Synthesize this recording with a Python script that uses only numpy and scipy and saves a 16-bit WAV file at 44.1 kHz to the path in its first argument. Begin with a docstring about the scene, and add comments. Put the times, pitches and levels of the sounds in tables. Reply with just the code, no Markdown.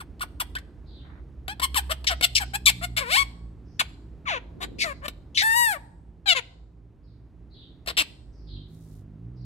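"""A low rumble and a far engine open the scene, and at once a small parrot squawks close by.
It chatters, rasps and clicks its beak in a garden cage; the walls of the yard answer faintly.
The voice is a train of harmonics and puffs of noise, filtered by throat, tongue and beak.
The engine is a stack of wavering sines that slows and revs again; the rumble is coloured noise.
Other birds, mostly falling whistles, come from far off, and soft swishes of noise are rustles."""
import sys
import numpy as np
from scipy import signal
from scipy.fft import rfft, irfft, next_fast_len
from scipy.io import wavfile
from scipy.ndimage import uniform_filter1d, map_coordinates

SR = 44100
rng = np.random.default_rng(int(sys.argv[2]) if len(sys.argv) > 2 else 0)


def file_out(sig):
    """Save sig as 16-bit WAV at sys.argv[1]."""
    # one column per channel
    cols = np.atleast_2d(sig).T
    # limit, then scale
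    lim = np.clip(cols, -1, 1)
    pcm = np.round(lim * 32767).astype(np.int16)
    wavfile.write(sys.argv[1], SR, pcm)


N = 416744
TIME = np.arange(N) / SR
BAND_LIMIT_HZ = 16200

# colour of the background noise, only its shape counts: f/Hz, level per Hz/dB
BACKGROUND_COLOUR = [(15, -40.5), (25, -22.5), (54, 5.5), (90, -7), (167, -9.5), (196, -15.5), (301, -12.5),
                     (529, -27), (15000, -68.5)]
# level of the background's shared part, before the left-right balance: t/s, level/dB
BACKGROUND_LEVEL = [(0, -44), (3, -47.5), (4.8, -44), (6.6, -53), (7.7, -48.5)]
# far engine, before the left-right balance:
# t/s, firing rate f/Hz, fundamental level/dB, overtones level/dB before the exhaust
ENGINE = [(0, 82.23, -51.5, -74), (1.4, 67, -45, -48.5), (1.95, 64.93, -32.5, -53), (2.65, 60.03, -37, -40),
          (3.3, 56.92, -39, -46), (3.9, 54.1, -60, -51.5), (8.35, 58.12, -54, -58.5),
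          (8.55, 48.44, -37, -36), (8.8, 54.64, -51.5, -46), (9.1, 48.9, -54.5, -45),
          (9.33, 62.24, -46, -38)]
# the exhaust's colouring of the overtones: f/Hz, level/dB
EXHAUST = [(100, -4.5), (122, 1), (140, -5.5), (165, -3.5), (195, -11), (260, -16), (430, -29.5)]
# throat and beak for notes, long calls and clicks, only the shape counts: f/Hz, level/dB
THROAT = [(300, -1.5), (600, -3.5), (1000, 0), (1500, 0), (2200, 0), (4200, -1), (5200, -7.5),
          (6300, -17.5), (8000, -5.5), (10000, -16), (12000, -8), (13800, -22.5), (16000, -27.5)]
# tongue and neck: t/s, tongue resonance f/Hz, stretch of the throat's resonances/factor
TONGUE = [(.4, 3400, 1.075), (1.6, 3030, 1.05), (2.4, 3130, 1.0), (2.7, 2300, .98), (3.2, 2340, 1.0),
          (3.8, 2300, 0.93), (4.3, 2284, 0.82), (4.79, 4660, 0.98), (4.84, 2200, 0.92), (5.37, 4330, .97),
          (5.43, 1690, 0.92), (5.68, 1821, 1.07), (6.27, 4100, 1.02), (6.33, 2200, 0.86),
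          (7.9, 4300, 1.014), (8, 2682, 1.01)]
# short voiced notes, level at the crest: start t/s, swell t/s, fade t/s,
# start f/Hz, middle f/Hz, end f/Hz, level/dB, settled roughness/0-1,
# body (under about 2 kHz) level/dB, edge (over about 6 kHz) level/dB
NOTES = [ (0.002, 0.0072, 0.016, 1614, 1073, 700, -36.5, 0.17, 14, 8.5),
         (0.207, 0.014, 0.019, 1068, 1436, 614, -26, 0.25, 12, 8),
         (0.400, 0.007, 0.017, 1442, 1039, 580, -22.5, 0.45, 6.5, 8.5),
         (0.555, 0.013, 0.0074, 1626, 1574, 2280, -27.5, 0, 18, -2),
         (1.479, 0.02, 0.035, 726, 818, 865, -31.5, 0.07, 7.5, -5),
         (1.616, 0.025, 0.016, 957, 1064, 1031, -18.5, 0.25, 2, 5),
         (1.753, 0.02, 0.024, 1259, 911, 796, -18, 0.19, 4, 7.5),
         (1.895, 0.027, 0.0075, 511, 635.4, 646, -21.5, 0.43, 3.5, 2.5),
         (2.094, 0.019, 0.027, 822, 716, 616, -25, 0.4, 9.5, 1),
         (2.224, .023, 0.0073, 684, 736, 674, -13, .2, -13, -1),
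         (2.398, 0.017, .025, 890, 790, 723, -27, 0.3, 12, 7),
         (2.535, 0.022, 0.0087, 755, 815, 880, -22.5, 0.09, 4.5, 5.5),
         (2.665, 0.0093, 0.03, 1171, 1098, 692, -12, 0.21, -15, .5),
         (2.812, 0.034, 0.011, 631, 709, 686, -25.5, 0.2, 3.5, 4),
         (2.966, 0.0096, 0.028, 679, 629, 556, -21, 0.7, -8, 0),
         (3.794, 0.0045, .020, 1653, 1306, 505, -16.5, 0.38, -2.5, -3.5),
         (4.255, 0.033, .094, 1340, 726, 468.5, -24.5, 0.25, 2, -21),
         (4.603, 0.031, 0.018, 331, 382.3, 345, -28.5, 0.52, 0, -2.5),
         (4.839, 0.0099, 0.081, 708, 603, 531, -29.5, 0.2, 15, 4.5),
         (5.016, 0.045, 0.0077, 491, 572, 573, -31, 0.42, 12.5, 1.5),
         (6.259, 0.04, 0.037, 823, 749, 660, -14, 0.08, -12, -14.5),
         (6.348, 0.022, 0.028, 550.5, 521, 456, -23, 0.17, -5, -10),
         (7.872, 0.011, .032, 301, 215.3, 190, -27.5, 0.93, -2, -6),
         (7.969, 0.013, 0.042, 400.6, 354.7, 278.8, -17, 0.47, -11.5, -4), ]
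# where the head points: t/s, lag of the right microphone/ms, left-right level/dB
HEAD = [(0, 0.27, 2), (2.5, 0.27, 7.5), (4.3, 0.34, 4.5), (6.3, 0.29, 9.5), (8, 0.27, 5)]
# how long the yard rings: f/Hz, t60/s
YARD_T60 = [(500, 1.23), (2500, 0.34), (8000, 0.76), (15000, 0.2)]
# colour of the yard's ring, only the shape counts: f/Hz, level/dB
YARD_COLOUR = [(400, 4), (1300, -7.5), (2600, 3), (4500, -1), (7000, -10), (15000, -7)]
# clicks of beak and tongue: t/s, level/dB before a common trim, ring f/Hz
CLICKS = [(0.195, -36, 1900), (0.552, -19.5, 3140), (0.585, -28, 2090), (1.48, -16.5, 774),
          (1.597, -15.5, 1007), (1.744, -14.5, 4190), (2.043, -22.5, 4253), (2.21, -13.5, 2203),
          (2.976, -22.5, 1655), (3.798, -17, 2314), (5.081, -15, 2260), (7.861, -29.5, 2040),
          (7.873, -16.5, 4340)]
# far birds, one call each, level before echoes and mix:
# t/s, length/s, start f/Hz, end f/Hz, level/dB
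FAR_BIRDS = [(0.844, 0.19, 4660, 3060, -58.5), (3.642, 0.16, 5360, 5500, -69.5),
             (7.021, .1, 5080, 3915, -72.5), (7.494, .17, 4480, 3156, -55.5),
             (8.31, 0.14, 5500, 4800, -67.5), (8.456, 0.14, 4574, 3216, -52.5),
             (9.349, 0.12, 5044, 4300, -65.5)]
# rustles of feathers and feet: t/s, length/s, low f/Hz, high f/Hz, level/dB
RUSTLES = [(1, 0.24, 580, 2100, -58), (4.499, 0.48, 145, 480, -45.5), (8.643, 0.43, 3104, 15100, -68)]
# shrill falling rasps, level at the crest: start t/s, swell t/s, fade t/s,
# from f/Hz, to f/Hz, level/dB, settled roughness/0-1, edge level/dB
RASPS = [ (2.069, 0.0038, .028, 2157, 1462, -17, 0.56, -8.5),
         (2.351, 0.011, 0.027, 3168, 2132, -15, 0.77, -4), (2.658, 0.003, 0.012, 3800, 3600, -12, 0.5, 1),
         (4.785, .037, .026, 2700, 1990, -21, 0.49, -5.5), (5.347, .024, .006, 3384, 2815, -27.5, .3, -11),
         (5.373, .004, .052, 2255, 1840, -16.5, 0.49, -11.5), ]
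# throat and beak as set for a rasp, only the shape counts: f/Hz, level/dB
RASP_THROAT = [(300, -30), (1200, -11), (2200, 0.5), (4200, -2.5), (5200, -3), (6400, -9.5), (8000, -10.5),
               (10000, -16.5), (12000, -16), (13500, -29.5), (16000, -31)]
# drawn-out rising call: t/s, pitch f/Hz, body (under about 2 kHz) level/dB
RISING = [(3.005, 572, -5.5), (3.027, 541, 1.5), (3.049, 447, -4.5), (3.093, 502.4, -6.5),
          (3.127, 715, -10), (3.151, 779, -1), (3.177, 1106, -1.5), (3.209, 1124, 0), (3.236, 1103, -2.5)]
# drawn-out arched call: t/s, pitch f/Hz, body (under about 2 kHz) level/dB
ARCHED = [(5.415, 708, 9.9), (5.425, 787, 4.3), (5.437, 878, 11.6), (5.547, 920, 16.3), (5.569, 961, 8.4),
          (5.607, 959, 10.3), (5.643, 941.4, 9.3), (5.703, 837, 13), (5.719, 808, 8.5), (5.761, 572, 4.5),
          (5.78, 567, 11)]
# voices of the long calls: curve, level/dB, full strength above f/Hz,
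# slope under that pitch/dB per octave, release t/s, settled roughness/0-1, edge level/dB
LONG_CALLS = [(RISING, -18, 765, -25.5, 0.052, .13, -2.8), (ARCHED, -20, 920, -25.5, 0.01042, 0.016, 8.8)]

# the syrinx starts with extra roughness (0-1) that decays away
ONSET_ROUGH, SETTLE_S = 0.25, .012
# a softer voice is rounder: dB of body per dB below the crest
ROUNDING = 1
# a syllable swells up to its crest and sinks again, along these powers of time
SWELL_DB_PER_S, SWELL_POWER, FADE_DB, FADE_POWER = -520, 1.4, -8, 1.4


def gain_of(db):
    """Decibels to amplitude."""
    return 10 ** (np.asarray(db) / 20)


def evened(x):
    """Scaled to rms 1."""
    return x / np.sqrt(np.mean(x ** 2) + 1e-20)


def read(points, hz):
    """A spectrum's value at hz, on a log-frequency axis."""
    f, value = np.transpose(points)
    return np.interp(np.log(hz + 1), np.log(f + 1), value)


def follow(rows, t):
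    """Every column of a curve table at the times t."""
    s, *columns = np.transpose(rows)
    return [np.interp(t, s, column) for column in columns]


def add(mix, s, sound):
    """Mixes a sound in at s seconds."""
    part = mix[max(round(s * SR), 0):][:len(sound)]
    part += sound[:len(part)]


def lowpass(x, hz):
    """Smooth low-pass without delay."""
    size = next_fast_len(len(x) + 256)
    rolloff = 1 + (np.fft.rfftfreq(size, 1 / SR) / hz) ** 8
    return irfft(rfft(x, size) / rolloff, size)[:len(x)]


def wobble(size, hz):
    """Random motion of rms 1, mostly slower than hz."""
    return evened(lowpass(rng.standard_normal(size), hz))


def ringing(points, size=2048):
    """The causal, minimum-phase impulse response that has this spectrum."""
    log_gain = np.log(gain_of(read(points, abs(np.fft.fftfreq(size, 1 / SR)))))
    spectrum = np.exp(np.conj(signal.hilbert(log_gain)))
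    return np.fft.ifft(spectrum).real[:size // 2]


def background(apart_db=-12):
    """Rumble of distant roads, nearly alike at both microphones, thinning out to a faint hiss."""
    colour = ringing(BACKGROUND_COLOUR, size=16384)

    def coloured_noise():
        """White noise through the background's colour."""
        return evened(signal.fftconvolve(rng.standard_normal(N), colour)[:N])

    shared, left, right = (coloured_noise() for _ in range(3))
    level = gain_of(follow(BACKGROUND_LEVEL, TIME)[0])
    return level * (shared + gain_of(apart_db) * np.array([left, right]))


def engine(waver=.008, flutter=0.36, count=7):
    """A far drone: a fundamental and overtones shaped by the exhaust, each wavering on its way."""
    hz, low_db, upper_db = follow(ENGINE, TIME)
    turns = np.cumsum(hz * (1 + waver * wobble(N, 14))) / SR
    drone = np.zeros(N)
    for k in range(1, count + 1):
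        db = low_db if k == 1 else upper_db + read(EXHAUST, k * hz)
        level = gain_of(db) * (1 + flutter * wobble(N, 7))
        drone += level * np.sin(2 * np.pi * (k * turns + rng.random()))
    return drone


def resonate(x, hz, width_hz):
    """A moving resonance of gain 1: shifts the curve hz down to zero, smooths, and shifts back."""
    turn = np.exp(2j * np.pi * np.cumsum(hz) / SR)
    r = np.exp(-np.pi * width_hz / SR)
    smoothed = signal.lfilter([1 - r], [1, -r], x / turn)
    return 2 * (turn * smoothed).real


def syrinx(hz, rough, jitter=0.17, jitter_hz=700, breath=1.0, least_air=.02, spread_turns=0.18):
    """Harmonic pulses; a rough voice has uneven cycles and more puffs of air, one per cycle."""
    size = len(hz)
    turns = np.cumsum(hz * (1 + jitter * rough * wobble(size, jitter_hz))) / SR
    k = np.arange(1, BAND_LIMIT_HZ // hz.min() + 1)[:, None]
    # the windpipe smears each pulse: its upper harmonics come out a little later
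    lag_turns = spread_turns * (k * hz / 1000) ** 1.5
    harmonics = np.cos(2 * np.pi * (k * turns - lag_turns)) * (k * hz < BAND_LIMIT_HZ)
    pulses = evened(harmonics.sum(0) * np.sqrt(hz))
    puffs = evened((0.35 + np.exp(-(turns % 1) / .25)) * rng.standard_normal(size))
    puffs -= lowpass(puffs, 1.4 * np.median(hz))  # little air noise lies below the pitch
    air = np.clip(breath * rough ** 0.71 + least_air, 0, 1)
    return np.sqrt(1 - air ** 2) * pulses + air * puffs


def syllable(t, hz, level_db, rough, body_db, edge_db, throat, attack_s=0.0044, fade_s=0.0072,
             body_hz=2000, edge_hz=6400, tongue_db=3, tongue_width_hz=280,
             beak_hz=7900, beak_db=-3, beak_width_hz=900):
    """The syrinx sounds through throat, tongue and beak, then takes on its loudness curve."""
    size = len(t)
    rough = np.clip(rough + ONSET_ROUGH * np.exp(-(t - t[0]) / SETTLE_S), 0, 1)
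    body_db = body_db + ROUNDING * (level_db.max() - level_db)
    # the neck stretches the throat's resonances; tongue and beak each add one
    tongue_hz, stretch = follow(TONGUE, t)
    tract = ringing([(f * stretch.mean(), db) for f, db in throat])
    voice = signal.fftconvolve(syrinx(hz, rough), tract)[:size]
    voice += gain_of(tongue_db) * resonate(voice, tongue_hz, tongue_width_hz)
    voice += gain_of(beak_db) * resonate(voice, beak_hz * stretch, beak_width_hz)
    # the opening of the beak shifts the balance of body and edge
    body = lowpass(voice, body_hz)
    below_edge = lowpass(voice, edge_hz * stretch.mean())
    voice = body * gain_of(body_db) + below_edge - body + (voice - below_edge) * gain_of(edge_db)
    # level out the short-term power, so that level_db alone sets the loudness
    power = uniform_filter1d(uniform_filter1d(voice ** 2, size=240), size=160)
    voice /= np.sqrt(power + 1e-12)
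    ramp = np.clip(np.minimum((t - t[0]) / attack_s, (t[-1] - t) / fade_s), 0, 1)
    fade = np.sin(np.pi / 2 * ramp) ** 2
    return t[0], voice * gain_of(level_db) * fade * (1 + .25 * rough * wobble(size, 200))


def effort(start, swell_s, fade_s, margin_s=.002):
    """One push of air: its times, its progress from 0 to 1, and its dB below the crest."""
    t = np.arange(-margin_s, swell_s + fade_s + 2 * margin_s, 1 / SR)
    before = np.clip(1 - t / swell_s, 0, 1)
    after = np.maximum((t - swell_s) / fade_s, 0)
    sag_db = SWELL_DB_PER_S * swell_s * before ** SWELL_POWER + FADE_DB * after ** FADE_POWER
    return start + t, np.clip(t / (swell_s + fade_s), 0, 1), sag_db


def note(start, swell_s, fade_s, start_hz, middle_hz, end_hz, level_db, rough, body_db, edge_db, throat):
    """A short note: the pitch bends along one parabola during one push of air."""
    t, progress, sag_db = effort(start, swell_s, fade_s)
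    bend = np.polyfit([0, .5, 1], [start_hz, middle_hz, end_hz], 2)
    return syllable(t, np.polyval(bend, progress), level_db + sag_db, rough, body_db, edge_db, throat)


def delayed(x, ms):
    """The sound, later by a fixed or moving delay."""
    return map_coordinates(x, [np.arange(N) - ms * SR / 1000], order=3)


def microphones(x, bounce_ms=1.825, left_bounce=0.099, right_bounce=-0.23, bounce_hz=5000):
    """The bird sits to the left; a near surface adds one quick, dull reflection."""
    lag_ms, side_db = follow(HEAD, TIME)
    bounce = delayed(lowpass(x, bounce_hz), bounce_ms)
    left = x + left_bounce * bounce
    right = delayed(x + right_bounce * bounce, lag_ms)
    return np.array([left * gain_of(side_db / 2), right * gain_of(-side_db / 2)])


def cage(x, t60=0.066):
    """Bars and perch scatter the sound for 40 ms, differently for each microphone."""
    t = np.arange(SR // 25) / SR
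    hits = rng.standard_normal((2, len(t))) * (rng.random((2, len(t))) < .1)
    taps = hits * gain_of(-60 * t / t60) * (t > .001)
    taps /= np.linalg.norm(taps, axis=1, keepdims=True)
    return signal.oaconvolve(x[None], taps, axes=1)[:, :N]


def yard(x, wall_s=0.097, wall=0.083):
    """Scattered echoes, each band dying at its own speed, and a slap from the house wall."""
    taps = rng.standard_normal((2, SR)) * (rng.random((2, SR)) < 2500 / SR)  # about 2500 a second
    hz, t, bands = signal.stft(taps, SR, nperseg=256)
    bands *= gain_of(read(YARD_COLOUR, hz)[:, None] - 60 * t / read(YARD_T60, hz)[:, None])
    tail = signal.istft(bands, SR, nperseg=256)[1]
    tail /= np.linalg.norm(tail[0])
    tail[:, round(wall_s * SR)] += wall
    return signal.fftconvolve(x[None], tail, axes=1)[:, :N]


def click(s, level_db, hz, throat, ring=.5, trim_db=-6, t60=0.029):
    """A snap of noise dies away in the beak, which rings briefly at one pitch."""
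    t = np.arange(SR // 16) / SR
    snap = evened(signal.fftconvolve(rng.standard_normal(len(t)), throat)[:len(t)])
    rise = 1 - np.exp(-t / .0007)
    decay = gain_of(level_db + trim_db - 60 * t / t60)
    return s, (snap + ring * np.sin(2 * np.pi * hz * t)) * rise * decay


def far_birds(harsh=0.084, direct=0.62):
    """Harsh gliding whistles, mostly falling, with an unsteady pitch and strong echoes."""
    out = np.zeros(N)
    for s, length, start_hz, end_hz, db in FAR_BIRDS:
        size = int(length * SR)
        hz = np.linspace(start_hz, end_hz, size) * (1 + harsh * wobble(size, 330))
        whistle = np.sin(2 * np.pi * np.cumsum(hz) / SR)
        add(out, s, gain_of(db) * signal.windows.tukey(size, .5) * whistle)
    return direct * out + yard(out)


def rustles(grain_db=3):
    """Soft grainy swishes of band-limited noise as the bird shifts on its perch."""
    out = np.zeros((2, N))
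    for s, length, low_hz, high_hz, db in RUSTLES:
        size = int(length * SR)
        for channel in out:
            hiss = rng.standard_normal(size) * gain_of(grain_db * wobble(size, 115))
            swish = evened(lowpass(hiss, high_hz) - lowpass(hiss, low_hz))
            add(channel, s, gain_of(db) * signal.windows.tukey(size, .6) * swish)
    return out


def rasp(start, swell_s, fade_s, from_hz, to_hz, level_db, rough, edge_db, throat, body_db=-8):
    """A shrill, rough squeeze of the syrinx that slides straight down."""
    t, progress, sag_db = effort(start, swell_s, fade_s)
    hz = from_hz + (to_hz - from_hz) * progress
    return syllable(t, hz, level_db + sag_db, rough, body_db, edge_db, throat)


def long_call(curve, level_db, full_hz, sink_db, release_s, rough, edge_db, throat):
    """A held call: its strength follows its pitch, and it fades at the end."""
    t = np.arange(curve[0][0], curve[-1][0], 1 / SR)
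    hz, body_db = follow(curve, t)
    sag_db = sink_db * np.maximum(np.log2(full_hz / hz), 0)
    sag_db += FADE_DB * np.maximum(1 - (t[-1] - t) / release_s, 0)
    return syllable(t, hz, level_db + sag_db, rough, body_db, edge_db, throat)


def parrot():
    """Notes, beak clicks, rasps and long calls of the one bird."""
    out = np.zeros(N)
    for row in NOTES:
        add(out, *note(*row, THROAT))
    for row in CLICKS:
        add(out, *click(*row, ringing(THROAT)))
    for row in RASPS:
        add(out, *rasp(*row, RASP_THROAT))
    for row in LONG_CALLS:
        add(out, *long_call(*row, THROAT))
    return out


def scene():
    """The near bird with its echoes, over the far sounds of the garden."""
    rumble = (engine() + background()) * gain_of([[-1.2], [1.2]])  # leans to the right
    bird = parrot()
    near = gain_of(-1.5) * microphones(bird) + gain_of(-7.5) * cage(bird) + gain_of(-24) * yard(bird)
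    return rumble + near + gain_of(1) * far_birds() + rustles()


def record(dry, ceiling=1.0):
    """The loudest peaks round off softly; then the recorder's band limit."""
    rounded = dry / (1 + (dry / ceiling) ** 6) ** (1 / 6)
    band_limit = signal.firwin(511, BAND_LIMIT_HZ, window=("kaiser", 9), fs=SR)
    return signal.oaconvolve(rounded, band_limit[None], "same")


dry = scene()
out = record(dry)
file_out(out)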